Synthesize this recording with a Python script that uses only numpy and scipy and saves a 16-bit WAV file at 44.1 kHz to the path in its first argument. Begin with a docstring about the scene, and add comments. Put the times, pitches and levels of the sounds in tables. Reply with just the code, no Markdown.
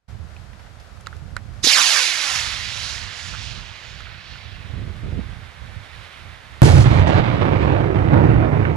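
"""A firework rocket in a high mountain valley, from a stereo pair 40 m across the meadow, in a breeze.
First the fuse spits and pops. The motor lights with a puff and rushes upward, its turbulent hiss
swept by the echo off the meadow. It burns out, gusts buffet the microphone, and the delay charge
hisses thinly far overhead. Then the shell bursts: the shock overloads the microphone and sizzles
over the nearby grass, and scree and cliffs roll the bang back for two seconds."""
import sys
import numpy as np
from scipy import signal
from scipy.fft import rfft, irfft, next_fast_len
from scipy.io import wavfile
from scipy.ndimage import uniform_filter1d

SR = 44100
rng = np.random.default_rng(int(sys.argv[2]) if len(sys.argv) > 2 else 0)


def unload_audio(sound):
    """Save the sound as a 16-bit wav file, at the path given as the first command line argument."""
    columns = np.transpose(np.atleast_2d(sound))
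    # keep every value between -1 and 1, then stretch to whole-number steps
    steps = np.round(np.clip(columns, -1, 1) * 32767)
    wavfile.write(sys.argv[1], SR, steps.astype(np.int16))


N = 386316
TIME = np.arange(N) / SR
FREQS = np.fft.rfftfreq(2 * next_fast_len(N // 2 + 2000), 1 / SR)
MIC_OPEN_S, LIGHT_S, BURNOUT_S, BURST_S = 0.078, 1.638, 4.7, 6.619
PAD_DISTANCE_M, MIC_HEIGHT_M, SOUND_M_PER_S = 40, 1.115, 343
BAND_TOP_HZ = 13100

# The motor: a hard boost with a last surge, then a weaker sustain.
# Each row: time in seconds, relative level in dB.
THRUST = [(1.68, -18.5), (1.9, -21.5), (1.985, -21.5), (2.03, -24), (2.12, -27.5), (2.38, -25.5),
          (2.6, -30), (2.74, -30.5), (2.92, -30.5), (3.08, -31.5), (3.3, -31.5), (3.46, -32), (3.62, -33.5),
          (3.86, -34), (4.3, -32.5), (4.9, -31)]
# Surges in the hiss: hollow at first, longer bright swells aloft.
# Each row: time in seconds, half width in seconds, centre in Hz, boost in dB.
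SURGES = [(1.645, .015, 3300, 4), (1.69, 0.024, 2300, 4.5), (1.715, 0.021, 1500, 5),
          (1.737, 0.0075, 4070, 2.5), (1.78, 0.022, 1060, 11), (1.975, 0.026, 1310, 4),
          (2.07, .04, 4560, 2), (2.68, 0.13, 3600, 2.5), (2.88, 0.1, 3800, 2.5), (3.46, 0.052, 4170, 1.8),
          (3.95, .08, 6060, 1.5), (4.36, 0.14, 4540, 2)]
# The wobbling rocket swings its nozzle off the microphone about twice a second.
# Each row: time in seconds, half width in seconds, treble dip in dB.
SWINGS = [(2.17, 0.093, -2), (2.6, 0.19, -6.5), (3.1, 0.079, -7.5), (3.37, .04, -3), (3.73, 0.18, -7),
          (4.12, 0.13, -15), (4.66, 0.37, -13)]
# The shock, its ground bounce and its claps off single rock faces. Each row: start in seconds,
# relative level in dB, length in ms, then boom, scatter and crack in dB against the front.
SHOCKS = [(6.619, 2, 1.3, 6, -13.5, -18), (6.6216, -19, 0.82, -16, -20, -26),
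          (6.631, -12, .4, -10, -12, -17), (7.182, -21, 1.5, 7, -16, -12),
          (7.412, -29.5, .8, -18, -17, -14), (8.117, -21, 1.1, -8, -7, -8), (8.652, -24, 0.88, -19, -16, 7)]
# Each slope returns the bang as one roll.
# Each row: start and length in seconds, then relative levels of body, boom and crack in dB.
ROLLS = [(6.607, 0.031, -18, -8, -35), (6.662, 0.028, -22, -12.5, -38.5), (6.715, 0.039, -23.5, -8.5, -40),
         (6.775, 0.028, -22, -9, -37), (6.859, 0.015, -28, -10.5, -34.5), (6.913, 0.044, -24, -15, -36),
         (6.981, 0.042, -23, -12, -36), (7.072, 0.053, -23, -18, -33.5), (7.153, 0.037, -26, -15, -33),
         (7.24, 0.16, -26.5, -20.5, -37), (7.416, 0.085, -24.5, -21, -38),
         (7.526, 0.037, -22.5, -17.5, -38.5), (7.603, 0.076, -24.5, -19.5, -37.5),
         (7.7, 0.081, -22.5, -19, -39), (7.803, 0.11, -26, -21.5, -42), (7.951, 0.15, -24.5, -18, -40),
         (8.124, 0.025, -18.5, -14, -37), (8.166, 0.044, -23, -16, -39), (8.239, 0.14, -22, -14.5, -38),
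         (8.403, .06, -22.5, -19, -39.5), (8.524, 0.11, -24.5, -18.5, -39), (8.667, 0.11, -31, -22, -40.5)]
# The shock crosses grass and stones close by. Each row: start and length in seconds, level in dB.
SIZZLES = [(6.632, 0.018, -29), (6.655, .04, -30.5), (6.7, 0.13, -34), (6.85, 0.15, -45),
           (7.075, 0.012, -41.5), (7.1, 0.048, -50.5)]
# Sparks in fuse and motor. Each row: start in seconds, relative level in dB, pitch in Hz,
# relative strength of the snap in dB.
POPS = [(0.365, -33, 2530, -6), (0.972, -38, 1240, -7), (1.0698, -16.5, 1364, -1), (1.1285, -26, 1430, -25),
        (1.3661, -12, 1470, -2), (3.338, -21, 1370, -12), (3.349, -20, 1380, -12), (4.005, -27, 1350, -3),
        (4.069, -26, 1450, -14), (4.356, -29, 1480, -12)]
# Spits of the fuse. Each row: start in seconds, relative level in dB, rough top of the band in Hz,
# decay in seconds.
SPITS = [(0.532, -42.5, 2000, .006), (0.594, -44, 1800, 0.02), (0.664, -45, 1800, .01),
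         (0.8, -46, 4500, 0.012), (1.008, -44, 7950, 0.0034), (1.062, -38, 3500, 0.0049),
         (1.166, -46, 6460, .003)]
# The delay charge, far overhead. Each row: time in seconds, level in dB.
COAST_LEVELS = [(4.3, -63), (4.7, -50), (5.05, -48), (5.4, -46.5), (5.75, -47), (6.05, -46.5),
                (6.35, -46.5), (6.6, -48.5)]
# Puffs of gas as the motor lights, and eddies slapping the microphone.
# Each row: start in seconds, level in dB, pitch in Hz, swell time in seconds.
PUFFS = [(1.637, -23, 166, 0.0035), (1.642, -16.5, 334, 0.0024), (1.666, -18, 264, 0.0034),
         (1.669, -17, 470, 0.0023), (1.67, -22.5, 790, 0.0029)]
SLAPS = [(5.126, -18, 89.5, .006), (5.187, -14.5, 212, 0.0034), (5.192, -26, 480, 0.0011),
         (5.618, -24, 79.5, 0.0045), (5.762, -21.5, 101, 0.0065)]
# Gusts on the microphone. Each row: start and length in seconds, level in dB, extra on the left in dB.
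GUSTS = [(0.105, 0.14, -36.5, 1), (0.324, 0.22, -41, -1), (0.622, 0.19, -45, -0.5), (0.92, 0.23, -44, -3),
         (1.153, 0.49, -37.5, 2), (2.36, 0.72, -39, -1), (3.258, 0.34, -36.5, -2),
         (3.626, 0.091, -43.5, -2), (3.88, 0.3, -42, 1), (4.31, 0.037, -40, 0), (4.46, 0.99, -39, 2),
         (4.728, 0.18, -31.5, 4), (5.053, .135, -29, 6), (5.24, 0.075, -39, 3), (5.606, 0.19, -40, 3.5),
         (5.964, .05, -42, 2), (6.227, 0.099, -42, 4), (6.51, 0.11, -43.5, 2)]

# The spectrum of each source. Each row: frequency in Hz, relative level in dB.
JET_COLOUR = [(100, 15.5), (500, 5.5), (1200, 2.5), (2000, 4.5), (3500, 3), (5000, 1), (6800, -3.5),
              (7600, -6), (8500, -15), (11200, -20), (12400, -26), (13500, -36)]
ROLL_COLOUR = [(15, -41.5), (30, -17.5), (60, -7), (92, 2.5), (145, -0.5), (225, -10.5), (315, -4.5),
               (400, -9), (570, -12.5), (700, -14.5), (1100, -21), (2300, -29.5), (4000, -45.5),
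               (9000, -79.5), (13000, -99)]
SIZZLE_COLOUR = [(400, -10), (1000, 4), (2000, 2.5), (3300, 5.5), (5000, 4.5), (7000, 1.5), (8500, -5.5),
                 (11000, -9.5), (13000, -17)]
SNAP_COLOUR = [(250, -4), (550, 17), (900, -10), (2200, -9), (3100, -13), (3700, 6), (4600, 4), (6100, -4),
               (7200, 4), (10000, -13.5), (13000, -23)]
COAST_COLOUR = [(300, -9), (700, -1.5), (1100, 0.5), (1600, 2.5), (2100, 3), (2700, -2), (3600, -3),
                (4800, -12), (6500, -22), (10500, -32), (13000, -40)]
WIND_COLOUR = [(15, -26), (30, -5), (60, 4), (100, 4), (150, -7), (210, -14), (300, -37), (600, -38),
               (1500, -58), (4000, -98)]
AIR_COLOUR = [(100, 9.5), (300, 1), (450, 2), (700, 3), (1000, -2.5), (1400, -0.5), (2400, -8), (5000, -12),
              (8500, -19.5), (11000, -22.5), (13000, -24)]

# How the pair hears the rocket, the slopes, the nearby ground, the breeze and the air all around.
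# Each row: frequency in Hz, left over right in dB, likeness from 0 to 1, left lead in radians.
AHEAD = [(200, -33, 0, -4), (1190, -15.5, 0.3, -0.3), (2480, -9, 0.9, 1.06), (7100, -13, 0.74, 0.8),
         (8300, -1, 0.46, 2.5), (10500, 5, 0.94, 0.5), (12800, -8, .9, 0)]
SLOPES = [(50, -7.5, .98, -.6), (130, -6.5, 0.98, -1.05), (320, -10.5, 0.88, -1.6), (650, -11, .64, -2.3),
          (1200, -10.5, 0.4, -2.8), (2100, -10.5, 0.48, -3.1), (3100, -10.5, .15, -3),
          (4000, -10, .4, -1.8), (6000, -6, 0.6, -1.5), (9000, 1.5, 0.5, -.3), (12000, -3, 0.4, 0)]
NEARBY = [(1000, -1, .4, -1), (2500, -3, 0.55, -3.2), (4200, -8, .45, -1.8), (6000, -4.5, .7, -1.5),
          (8000, -1, 0.5, -1.1), (9400, 3.5, 0.47, 0.5), (12500, -5, .4, 0.5)]
BREEZE = [(40, -26, 0.93, 0.0046), (120, -18, 0.4, 0), (400, -2.5, 0.12, 0.0083)]
AROUND = [(200, -9, 0.25, 0.0039), (1010, 2, 0.25, 0.0095), (4000, 1.5, 0.1, 0.0032),
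          (8000, 1, 0.17, 0.0052), (12000, -5.5, 0.26, 0.01)]


def motor(nozzle_db=11.0, cold_db=-2.0, warm_s=0.17, light_rise_s=0.0029):
    """Turbulent hiss of the jet, fading with distance, brightening and dulling as the rocket swings."""
    age, height, distance = flight()
    gas = meadow_echo(coloured(stereo(rng.standard_normal((2, N)), AHEAD), JET_COLOUR))
    gas = swirled(uneven_hiss(gas), depth_db=1.0, bins=16, frames=9)
    swing_db = sum(db * bell(TIME - s, width) for s, width, db in SWINGS)
    aim_db = nozzle_db * (height / distance) ** 4 + swing_db  # brighter pointing down at the microphone
    low, mid, high = below(3190), below(4700), below(7170, order=20)
    extra_m = distance - PAD_DISTANCE_M  # every further metre of air takes more of the top
    bands = [(low, -2),
             (mid - low, -5 + 0.25 * aim_db - 0.03 * extra_m),
             ((1 - mid) * high, -1 + aim_db - 0.21 * extra_m),
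             (1 - high, -10.5 + aim_db - 0.25 * extra_m)]
    hiss = sum(unit_rms(filtered(gas, band)) * gain_of(db) for band, db in bands)
    thrust = gain_of(level_curve(THRUST))
    lit = (1 + np.tanh((TIME - LIGHT_S) / (2 * light_rise_s))) / 2
    catching = gain_of(cold_db * np.exp(-age / warm_s))  # thrust builds as the grain catches
    burning = (1 - np.tanh((TIME - BURNOUT_S) / 0.26)) / 2
    flutter = gain_of(0.43 * wobble(31) + 0.15 * wobble(190))
    return hiss * thrust * lit * catching * burning * flutter * PAD_DISTANCE_M / distance


def flight(pad_height_m=1, speed_m_per_s=53, speed_up_s=0.16):
    """A climb that soon reaches full speed: seconds since lighting, height and distance in metres."""
    age = np.maximum(TIME - LIGHT_S, 0)
    height = pad_height_m + speed_m_per_s * (age - speed_up_s * (1 - np.exp(-age / speed_up_s)))
    return age, height, np.hypot(PAD_DISTANCE_M, height)


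def uneven_hiss(gas, tear_db=1.3, tear_fade_s=1.2, top_fade_db_per_m=0.35, surge_octaves=0.6):
    """The flame tears into patches, most near the ground; the hiss surges, its very top fading aloft."""
    age, _, distance = flight()
    hz, t, spectra = signal.stft(gas, SR, nperseg=512)
    hz = hz[:, None]
    age = np.interp(t, TIME, age)
    extra_m = np.interp(t, TIME, distance - PAD_DISTANCE_M)
    low_edge_hz = 1134 + 1400 * bell(age, 0.081)  # sinks as the rocket leaves the ground
    spectra *= np.sqrt(1 - below(low_edge_hz, hz, order=4))
    spectra *= gain_of(tear_db * np.exp(-age / tear_fade_s) * blotches(spectra.shape[1:], 9, 2))
    spectra *= gain_of(-top_fade_db_per_m * extra_m * np.minimum(hz / 12500, 1) ** 10)
    for s, width, centre_hz, db in SURGES:
        sink_octaves = 0.3 * np.tanh((t - s) / width)  # each surge sinks as it passes
        octaves = np.log2((hz + 1) / centre_hz) + sink_octaves
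        spectra *= gain_of(db * bell(t - s, width) * bell(octaves, surge_octaves))
    return signal.istft(spectra, SR, nperseg=512)[1][:, :N]


def meadow_echo(gas, grazing_gain=0.55, steep_gain=0.1, sway_ms=0.02):
    """The ground returns the hiss later and weaker as the rocket climbs: a comb that sweeps down."""
    _, height, distance = flight()
    steepness = height / distance
    lag_s = 2 * MIC_HEIGHT_M * steepness / SOUND_M_PER_S
    sent_s = TIME - lag_s - sway_ms * wobble(25) / 1000
    strength = grazing_gain + (steep_gain - grazing_gain) * steepness
    dulled = filtered(gas, below(6500, order=4))  # grass swallows the top of the echo
    return gas + strength * np.array([np.interp(sent_s, TIME, channel) for channel in dulled])


def burst(trim_db=3, boom_hz=130, boom_s=0.0085, scatter_s=0.021, crack_s=0.005):
    """A steep front with its suction phase, a damped boom, and scatter and a crack off rough rock."""
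    t, out = np.arange(6000) / SR, np.zeros(N)
    for s, db, length_ms, boom_db, scatter_db, crack_db in SHOCKS:
        lengths = 1000 * t / length_ms
        rise_s = 0.00001 + 0.00025 * (s - BURST_S)  # the air rounds a front off as it travels
        front = (1 - lengths) * np.exp(-lengths) * (1 - np.exp(-t / rise_s)) ** 2
        boom = gain_of(boom_db) * np.sin(2 * np.pi * boom_hz * t) * np.exp(-t / boom_s)
        scatter = gain_of(scatter_db) * band_noise(213, 910, len(t), order=3) * np.exp(-t / scatter_s)
        crack = gain_of(crack_db) * band_noise(730, 2300, len(t), order=4) * np.exp(-t / crack_s)
        add(out, s, gain_of(trim_db + db) * (front - boom + scatter + crack))
    return placed(out, SLOPES) * (TIME >= BURST_S)


def valley_roll(rise_s=0.012, fall_s=0.065, middle_loss_db_per_s=1.5, crack_loss_db_per_s=7):
    """Countless rocks each return a small copy of the shock, slope by slope; far ones come duller."""
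    echoes = stereo(grains(4500, 1.9), SLOPES) * gain_of(0.5 * wobble(41))
    echoes = swirled(coloured(echoes, ROLL_COLOUR), depth_db=1.7, bins=4, frames=10)
    rows, late_s = np.array(ROLLS), np.maximum(TIME - BURST_S, 0)
    body = swells(rows[:, :3], rise_s, fall_s)
    boom = swells(rows[:, [0, 1, 3]], rise_s, fall_s=0.041)
    crack = swells(rows[:, [0, 1, 4]], rise_s, fall_s)
    middle = body * (unit_rms(crack) / unit_rms(body)) ** 0.76  # lies between body and crack
    low, mid, high = below(211), below(805, order=4), below(2930)
    bands = [(mid - low, body * gain_of(-1.5)),
             (high - mid, middle * gain_of(-6.5 - middle_loss_db_per_s * late_s)),
             (1 - high, crack * gain_of(-1.5 - crack_loss_db_per_s * late_s))]
    bass = steadied(filtered(echoes, low)) * boom
    return bass + sum(unit_rms(filtered(echoes, band)) * level for band, level in bands)


def ground_sizzle(top_loss_db_per_s=25):
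    """The shock scatters off grass and stones around the microphone; the top dies first."""
    scatter = coloured(stereo(grains(9000, 1.5), NEARBY), SIZZLE_COLOUR)
    sizzle = scatter * swells(SIZZLES, rise_s=0.0043, fall_s=0.02)
    top = filtered(sizzle, 1 - below(7700))
    late_s = np.maximum(TIME - BURST_S, 0)
    return sizzle - top + top * gain_of(-top_loss_db_per_s * late_s)


def sparks(trim_db=3, ring_s=0.002, snap_s=0.0012, scatter_s=0.01, overtone_s=0.00088):
    """Each spark is a snap and a hollow pop, scattered by the grass; hard snaps ring an overtone."""
    t, pops, snaps = np.arange(4000) / SR, np.zeros(N), np.zeros(N)
    for s, db, hz, snap_db in POPS:
        attack = gain_of(db + trim_db) * (1 - np.exp(-t / 0.00041))
        ring = np.sin(2 * np.pi * hz * t) * np.exp(-t / ring_s)
        scatter = gain_of(-19) * band_noise(hz * 0.71, hz * 1.4, len(t)) * np.exp(-t / scatter_s)
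        overtone = gain_of(snap_db - 7) * np.sin(2 * np.pi * 2.7 * hz * t) * np.exp(-t / overtone_s)
        snap = gain_of(snap_db - 3.5) * rng.standard_normal(len(t)) * np.exp(-t / snap_s)
        add(pops, s, attack * (ring + scatter + overtone))
        add(snaps, s, attack * snap)
    return placed(pops + filtered(snaps, gain_of(over_freqs(SNAP_COLOUR)[0])), AHEAD)


def fuse(trim_db=2):
    """Brief soft jets of gas from the burning fuse, across the meadow."""
    t, out = np.arange(4000) / SR, np.zeros(N)
    for s, db, hz, decay_s in SPITS:
        spit = band_noise(hz * 0.24, hz * 1.08, len(t)) * np.exp(-t / decay_s)
        add(out, s, gain_of(db + trim_db) * spit)
    return placed(out, AHEAD)


def delay_charge(tip_s=6.08, tip_width_s=0.23, tip_db=3, flutter_db=0.87):
    """The far charge hisses until the shell bursts, brightening once as the rocket tips over."""
    hiss = coloured(meadow_echo(stereo(rng.standard_normal((2, N)), AHEAD)), COAST_COLOUR)
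    brightening = gain_of(tip_db * bell(TIME - tip_s, tip_width_s))
    hiss = hiss + (brightening - 1) * filtered(hiss, 1 - below(2600))
    return hiss * gain_of(level_curve(COAST_LEVELS) + flutter_db * wobble(12)) * (TIME < BURST_S)


def thumps(rows):
    """Low pushes of air, each swelling and dying within a few cycles."""
    t, out = np.arange(3000) / SR, np.zeros(N)
    for s, db, hz, swell_s in rows:
        envelope = t / swell_s * np.exp(1 - t / swell_s)
        add(out, s, gain_of(db) * np.sin(2 * np.pi * hz * t) * envelope)
    return placed(out, AHEAD)


def wind(calm_db=-58.5, rise_s=0.047, fall_s=0.049, lump_db=1.05, buffet_growth=1.91):
    """Lumpy rumble right on the microphone; strong gusts break into higher buffeting."""
    gusts = swells([(s, length, db) for s, length, db, _ in GUSTS], rise_s, fall_s)
    gusts_left = swells([(s, length, db + extra) for s, length, db, extra in GUSTS], rise_s, fall_s)
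    strength, strength_left = np.hypot([gusts, gusts_left], gain_of(calm_db))
    rumble = steadied(coloured(stereo(rng.standard_normal((2, N)), BREEZE), WIND_COLOUR))
    buffet_band = below(260, order=3) * (1 - below(110))
    buffet = steadied(filtered(stereo(grains(1200, 2), BREEZE), buffet_band))
    peak = strength.max()
    eddies = buffet * gain_of(-10.5) * peak * (strength / peak) ** buffet_growth
    left, right = (rumble * strength + eddies) * gain_of(lump_db * wobble(22))
    return np.array([left * strength_left / strength, right])


def valley_air(level_db=-51, swell_db=0.67, tick_db=-14):
    """A wash of far streams, air and the microphone's own hiss, with faint ticks in the grass."""
    wash = unit_rms(rng.standard_normal((2, N))) * gain_of(swell_db * wobble(6.8))
    ticks = gain_of(tick_db) * grains(90, 2)
    return gain_of(level_db) * coloured(stereo(wash + ticks, AROUND), AIR_COLOUR)


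def stereo(pair, direction):
    """Two unrelated sounds become a partly alike left and right."""
    balance_db, likeness, lead = over_freqs(direction)
    likeness = np.clip(likeness, 0, 1)
    own, right = spectrum_of(pair)
    left = (likeness * right + np.sqrt(1 - likeness ** 2) * own) * gain_of(balance_db) * np.exp(1j * lead)
    return irfft(np.array([left, right]))[:, :N]


def placed(x, direction):
    """One sound reaches the pair from a direction."""
    balance_db, _, lead = over_freqs(direction)
    return np.array([filtered(x, gain_of(balance_db) * np.exp(1j * lead)), x])


def swirled(pair, depth_db, bins, frames):
    """Uneven air on the way to the microphone makes the colour drift."""
    spectra = signal.stft(pair, SR, nperseg=1024)[2]
    spectra *= gain_of(depth_db * blotches(spectra.shape[1:], bins, frames))
    return signal.istft(spectra, SR, nperseg=1024)[1][:, :N]


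def steadied(pair, window_s=0.045, amount=0.8):
    """Fills the chance holes of a stereo noise, so that it keeps its weight."""
    window = np.hanning(round(2 * window_s * SR))
    power = signal.fftconvolve(unit_rms(pair).mean(0) ** 2, window / window.sum(), "same")
    return unit_rms(pair / (abs(power) + 1e-6) ** (amount / 2))


def swells(rows, rise_s, fall_s):
    """Amplitude of swells (start, length, dB) that rise, hold and die away; their powers add."""
    t, power = TIME[::32], 0
    for s, length, db in rows:
        fade = np.maximum(s - t, 0) / rise_s + np.maximum(t - s - length, 0) / fall_s
        power += gain_of(db) ** 2 * np.exp(-2 * fade)
    return np.interp(TIME, t, np.sqrt(power + 1e-20))


def grains(per_s, spread_db):
    """Two trains of random impulses of uneven size."""
    size = gain_of(spread_db * np.minimum(rng.exponential(1, (2, N)), 4))
    return unit_rms(size * rng.standard_normal((2, N)) * (rng.random((2, N)) < per_s / SR))


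def band_noise(lo_hz, hi_hz, size, order=2):
    """A short piece of noise in a band, at rms 1."""
    band = signal.butter(order, [lo_hz, min(hi_hz, BAND_TOP_HZ)], "band", fs=SR, output="sos")
    return unit_rms(signal.sosfilt(band, rng.standard_normal(size)))


def blotches(shape, bins, frames):
    """Random patches over frequency and time, with a spread of 1."""
    patches = uniform_filter1d(rng.standard_normal(shape), size=bins, axis=0)
    patches = uniform_filter1d(patches, size=frames, axis=1)
    return patches / patches.std()


def wobble(rate_hz):
    """Slow random drift at rms 1."""
    return unit_rms(filtered(rng.standard_normal(N), below(rate_hz)))


def coloured(x, colour):
    """Gives a sound a spectrum, at rms 1."""
    return unit_rms(filtered(x, gain_of(over_freqs(colour)[0])))


def filtered(x, gain):
    """Applies a gain for each frequency."""
    return irfft(spectrum_of(x) * gain)[..., :N]


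def spectrum_of(x):
    """Spectrum of a whole sound on the grid FREQS."""
    return rfft(x, 2 * (len(FREQS) - 1))


def below(edge_hz, hz=FREQS, order=8):
    """Gain of a smooth low-pass."""
    return 1 / (1 + (hz / edge_hz) ** order)


def bell(offset, half_width):
    """A smooth bump of height 1."""
    return np.exp(-(offset / half_width) ** 2)


def over_freqs(rows):
    """The columns of a table along a log-frequency axis."""
    hz, *columns = np.transpose(rows)
    return [np.interp(np.log(FREQS + 1), np.log(hz + 1), column) for column in columns]


def level_curve(rows):
    """A table of times and levels, drawn out over every sample."""
    return np.interp(TIME, *np.transpose(rows))


def unit_rms(x):
    """Scales a sound so that the mean of its channels has rms 1."""
    return x / np.sqrt(np.mean(np.atleast_2d(x).mean(0) ** 2) + 1e-20)


def gain_of(db):
    """Decibels to amplitude."""
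    return 10 ** (np.asarray(db) / 20)


def add(mix, s, sound):
    """Mixes a short sound in at s seconds."""
    part = mix[round(s * SR):][:len(sound)]
    part += sound[:len(part)]


def scene():
    """The launch across the meadow, air and breeze at the microphone, then the bang and its echoes."""
    launch = fuse() + sparks() + thumps(PUFFS) + motor() + delay_charge()
    background = valley_air() + wind() + thumps(SLAPS)
    echo_onset = np.clip((TIME - BURST_S) / 0.0069, 0, 1) ** 2
    return background + launch + burst() + (valley_roll() + ground_sizzle()) * echo_onset


def record(dry, low_cut_hz=28):
    """The microphone opens, sheds the deepest rumble and overloads on the bang; the top ends steeply."""
    opened = dry * np.clip((TIME - MIC_OPEN_S) / 0.01, 0.03, 1)
    low_cut = signal.sosfilt(signal.butter(2, low_cut_hz, "high", fs=SR, output="sos"), opened)
    clipped = low_cut / (1 + abs(low_cut) ** 14) ** (1 / 14)
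    top_cut = signal.firwin(255, BAND_TOP_HZ, window=("kaiser", 8), fs=SR)
    return signal.oaconvolve(clipped, top_cut[None], "same")


dry = scene()
out = record(dry)
unload_audio(out)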